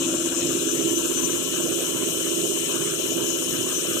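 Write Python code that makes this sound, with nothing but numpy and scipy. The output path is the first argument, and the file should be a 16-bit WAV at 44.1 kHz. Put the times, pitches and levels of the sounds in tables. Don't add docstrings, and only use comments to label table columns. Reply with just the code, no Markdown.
import sys
import numpy as np
from scipy import signal
from scipy.fft import rfft, irfft
from scipy.io import wavfile

SR = 44100
rng = np.random.default_rng(int(sys.argv[2]) if len(sys.argv) > 2 else 0)


def wav_record(signal):
    frames = np.transpose(np.atleast_2d(signal))
    bounded = np.clip(frames, -1, 1)
    quanta = np.round(bounded * 32767).astype(np.int16)
    wavfile.write(sys.argv[1], SR, quanta)


N = 176400
TIME = np.arange(N) / SR
DRUM_HZ, MOTOR_HZ, MAINS_BUZZ_HZ = 16.46, 169.2, 100
BASS_CORRELATION, TREBLE_CORRELATION = 0.93, 0.18
BASS_SURGE_DB, RUMBLE_KNOCK_DEPTH = 4, 0.14


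def from_db(db):
    return 10 ** (np.asarray(db) / 20)


def curves(rows):
    times_s, *columns = np.transpose(rows)
    return [np.interp(TIME, times_s, column) for column in columns]


def unit_rms(x):
    return x / np.sqrt(np.mean(x ** 2))


def bell(offset_s, sigma_s):
    return np.exp(-.5 * (offset_s / sigma_s) ** 2)


def drift(rate_hz):
    hop, warmup = 40, 2000
    pole = np.exp(-2 * np.pi * rate_hz * hop / SR)
    white = rng.standard_normal(N // hop + warmup + 2)
    slow = signal.lfilter([1], [1, -2 * pole, pole * pole], white)[warmup:]
    return np.interp(np.arange(N) / hop, np.arange(len(slow)), slow / slow.std())


def flicker(spread_db, rate_hz):
    return unit_rms(from_db(spread_db * drift(rate_hz)))


def tone(phase, flutter, rate_hz):
    in_phase = (1 + flutter * drift(rate_hz)) * np.cos(phase)
    quadrature = flutter * drift(rate_hz) * np.sin(phase)
    return (in_phase + quadrature) * np.sqrt(2 / (1 + 2 * flutter ** 2))


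def panned(x, pan_db):
    left = from_db(pan_db)
    return np.array([x * left, x]) * 2 / (1 + left)


def noise_band(spectrum, low_hz, high_hz, correlation, repeat=0):
    hz, *sides_db = np.transpose(spectrum)
    bins_hz = np.maximum(np.arange(N // 2 + 1) * SR / N, 1)
    shape = from_db([np.interp(np.log(bins_hz), np.log(hz), db) for db in sides_db])
    comb = np.sqrt(1 - repeat ** 2) / (1 - repeat * np.exp(-2j * np.pi * bins_hz / MOTOR_HZ))
    in_band = (bins_hz > low_hz) & (bins_hz <= high_hz)
    white = rng.standard_normal((3, N))
    pair = np.sqrt(correlation) * white[2] + np.sqrt(1 - correlation) * white[:2]
    return irfft(rfft(pair) * shape * comb * in_band, N) * np.sqrt(SR / 2)


def settled(midpoint_s=1.3, ease_s=0.103):
    return .5 + .5 * np.tanh((TIME - midpoint_s) / ease_s)


def surge(depth_db, rate_hz=2.564, peak_s=0.085):
    sway = np.cos(2 * np.pi * rate_hz * (TIME - peak_s)) + 0.23 * drift(3.7)
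    return unit_rms(from_db(depth_db * sway))


def knocking(depth, knocks, sharpness=4.6):
    bumps = sum(strength * np.exp(sharpness * (np.cos(2 * np.pi * (DRUM_HZ * TIME - turn)) - 1))
                for turn, strength in knocks)
    return unit_rms(1 + depth * (bumps / bumps.mean() - 1))


# multiple of the drum rate, relative level in dB.
TUB_PARTIALS = [(7, -54), (9, -54), (12, -53), (13, -54), (15, -50), (16, -40), (17, -49), (19, -45),
                (20, -36), (21, -35), (23, -42), (24, -45), (25, -40), (27, -50), (30, -49), (32, -52),
                (33, -52), (37, -53), (38, -53), (40, -56)]
def tub_tones(low_hz, high_hz, knocks):
    tones = 0
    for order, db in TUB_PARTIALS:
        if low_hz < order * DRUM_HZ <= high_hz:
            drive = sum(strength * np.exp(-2j * np.pi * order * turn) for turn, strength in knocks)
            phase = 2 * np.pi * order * DRUM_HZ * TIME + np.angle(drive)
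            tones += from_db(db) * tone(phase, flutter=.25, rate_hz=2.9)
    return tones


def boom(levels, low_hz, high_hz, roughness):
    tones = tub_tones(low_hz, high_hz, DRUM_KNOCKS)
    shaking = noise_band(RUMBLE_SPECTRUM, low_hz, high_hz, BASS_CORRELATION)
    shaking *= knocking(RUMBLE_KNOCK_DEPTH, DRUM_KNOCKS) / shaking.std(axis=1, keepdims=True)
    blend = (tones / tones.std() + roughness * shaking) / np.hypot(1, roughness)
    return from_db(curves(levels)) * blend


DRUM_KNOCKS = [(.106, 1), (.322, .23), (.484, .88)]
# time in seconds, left level in dB, right level in dB.
LOW_BOOM_LEVELS = [(0.0, -26.5, -26), (.9, -35, -24), (1.5, -47, -26.5), (4.0, -48, -29)]
HIGH_BOOM_LEVELS = [(.3, -42, -40), (.65, -41, -28.5), (1.65, -55, -32.5), (2.2, -44, -31), (4.0, -51, -31)]
def drum():
    bass = tub_tones(0, 230, DRUM_KNOCKS) * from_db(-1.5)
    growl = tub_tones(460, 780, PANEL_RATTLES[:1]) * from_db(1)
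    booming = boom(LOW_BOOM_LEVELS, 230, 365, roughness=.45)
    booming += boom(HIGH_BOOM_LEVELS, 365, 460, roughness=1)
    return panned(bass * surge(BASS_SURGE_DB), pan_db=-10) + booming * surge(depth_db=1.37) + growl


# frequency in Hz, left and right relative density in dB.
RUMBLE_SPECTRUM = [(25, -86, -85), (80, -79, -75), (150, -74, -64), (220, -75, -67), (340, -64, -54),
                   (400, -67, -56), (460, -71, -65), (560, -68, -68), (660, -73, -71), (780, -86, -83)]
def rumble():
    deep, bass, growl = [noise_band(RUMBLE_SPECTRUM, *band_hz, BASS_CORRELATION)
                         for band_hz in ((12, 90), (90, 230), (460, 780))]
    bass *= surge(BASS_SURGE_DB) * knocking(RUMBLE_KNOCK_DEPTH, DRUM_KNOCKS)
    growl *= flicker(spread_db=4, rate_hz=6.8) * knocking(0.22, PANEL_RATTLES)
    return from_db(2.6) * (deep + bass) + from_db(3) * growl


PANEL_RATTLES = [(.36, 1), (.68, 0.46)]
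def clatter():
    low, middle, high = [
        noise_band(HISS_SPECTRUM, *band_hz, TREBLE_CORRELATION) * flicker(spread_db=3.5, rate_hz=8)
        for band_hz in ((780, 1150), (1150, 1700), (1700, 2350))]
    return from_db(1) * (low + middle) * knocking(0.21, PANEL_RATTLES) + high


# frequency in Hz, left and right relative density in dB.
HISS_SPECTRUM = [(780, -86, -84), (1000, -71, -73), (1600, -75, -72), (1950, -84, -80), (2250, -79, -81),
                 (2450, -67, -79), (3100, -65, -76), (3500, -67, -91), (4200, -70, -83), (4650, -83, -95),
                 (5200, -70, -78), (6200, -63, -78), (6700, -59, -73), (7300, -64, -82), (8000, -67, -70),
                 (9200, -73, -76), (10300, -75, -80), (12800, -71, -91), (14800, -77, -87)]
def brushes(shaft_phase, bearing_order=11):
    low, middle, bright, top = [
        noise_band(HISS_SPECTRUM, *band_hz, TREBLE_CORRELATION, repeat=0.12)
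        * flicker(spread_db=1.53, rate_hz=14)
        for band_hz in ((2350, 4650), (4650, 7100), (7100, 9500), (9500, 16000))]
    bright *= from_db(3 * (1 - settled()))
    top *= unit_rms(from_db(-5.5 * np.exp(-(TIME / 0.46) ** 10)))
    pulsing = (1 + 0.11 * (np.cos(shaft_phase) + np.cos(2 * shaft_phase))
               + 0.067 * np.cos(2 * np.pi * bearing_order * DRUM_HZ * TIME)
               + 0.12 * np.cos(2 * np.pi * MAINS_BUZZ_HZ * TIME))
    return from_db(-0.27) * (low + middle + bright + top) * pulsing


def whine(shaft_phase, order, below_hz=0):
    hz, left_db, right_db = np.transpose(HISS_SPECTRUM)
    pan_db = np.interp(order * MOTOR_HZ, hz, left_db - right_db)
    throb = 1 + 0.3 * np.cos(2 * np.pi * (DRUM_HZ * TIME + rng.random()))
    phase = order * shaft_phase - 2 * np.pi * below_hz * TIME
    sides = [tone(phase + 2 * np.pi * rng.random(), flutter=0.23, rate_hz=20) for _ in range(2)]
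    return panned(throb, pan_db) * sides


# multiple of the shaft rate, relative level in dB.
MOTOR_PARTIALS = [(1, -48), (8, -54), (16, -51), (17, -50), (20, -50), (24, -52), (35, -48), (38, -50),
                  (39, -51), (40, -48), (41, -44), (42, -50), (52, -48), (56, -49), (64, -48), (78, -51)]
def motor(shaft_phase):
    return from_db(0.5) * sum(from_db(db) * whine(shaft_phase, order) for order, db in MOTOR_PARTIALS)


# multiple of the shaft rate, relative level in dB at first
# and at rest, lift at the gap in dB.
SHIFTING_WHINES = [(18, -45, -40.5, 6), (36, -45, -46, 6), (43, -44, -53, 0), (44, -43, -52, 0),
                   (72, -50, -45, 1)]
def shifting_whines(shaft_phase, gap_s=0.91):
    at_gap = bell(TIME - gap_s, sigma_s=0.073)
    orders, gains = [], []
    for order, first_db, rest_db, lift_db in SHIFTING_WHINES:
        orders.append(order)
        gains.append(from_db(first_db + (rest_db - first_db) * settled() + lift_db * at_gap))
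    whines = sum(gain * whine(shaft_phase, order) for order, gain in zip(orders, gains))
    mains_sideband = gains[0] * whine(shaft_phase, orders[0], below_hz=MAINS_BUZZ_HZ)
    return from_db(1.5) * whines + mains_sideband


# multiple of the shaft rate, relative level in dB.
RING_PARTIALS = [(47, -1), (48, 0), (49, -5)]
# time in seconds, gain in dB.
RING_LEVELS = [(1.0, -43), (1.75, -38), (2.9, -37), (3.1, -45), (3.7, -38)]
def motor_ring(shaft_phase):
    partials = sum(from_db(db) * whine(shaft_phase, order) for order, db in RING_PARTIALS)
    return panned(from_db(curves(RING_LEVELS)[0]), pan_db=-7) * partials


# time in seconds, level in dB.
SQUEAK_LEVELS = [(0.0, -49), (.4, -30.5), (1.0, -38), (1.5, -36.5), (3.7, -29)]
def tub_squeaks(at_turn=0.755, pitch_hz=5284, rise_hz=235.4):
    offset_s = ((DRUM_HZ * TIME - at_turn + .5) % 1 - .5) / DRUM_HZ
    envelope = bell(offset_s, sigma_s=0.0015) * from_db(curves(SQUEAK_LEVELS)[0])
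    hz = pitch_hz + rise_hz * settled() + 40 * drift(28.7)
    return panned(envelope * np.sin(2 * np.pi * np.cumsum(hz) / SR), pan_db=22)


# peak time in seconds, multiple of the shaft rate, relative level in dB.
BRUSH_SQUEALS = [(.59, 56, -43), (.70, 36, -37), (.80, 36, -36), (.97, 36, -38), (.98, 56, -44),
                 (1.18, 36, -35), (1.245, 36, -36), (1.315, 36, -37), (2.95, 56, -45), (3.45, 56, -44),
                 (3.61, 56, -44), (3.77, 36, -40)]
def brush_squeals(shaft_phase):
    return sum(from_db(db + 6) * bell(TIME - peak_s, sigma_s=0.019) * whine(shaft_phase, order)
               for peak_s, order, db in BRUSH_SQUEALS)


def scene(left_lag_s=.00031):
    shaft_hz = MOTOR_HZ + 0.0603 * drift(2.327) + 0.14 * np.sin(2 * np.pi * DRUM_HZ * TIME)
    shaft_phase = 2 * np.pi * np.cumsum(shaft_hz) / SR
    left, right = drum() + rumble()
    tub = np.array([np.interp(TIME - left_lag_s, TIME, left), right])
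    return (tub + clatter() + brushes(shaft_phase) + motor(shaft_phase) + shifting_whines(shaft_phase)
            + motor_ring(shaft_phase) + tub_squeaks() + brush_squeals(shaft_phase))


def record(dry):
    cutoff_hz = 15200
    return signal.sosfilt(signal.ellip(12, .1, 90, cutoff_hz, fs=SR, output="sos"), dry)


dry = scene()
out = record(dry)
wav_record(out)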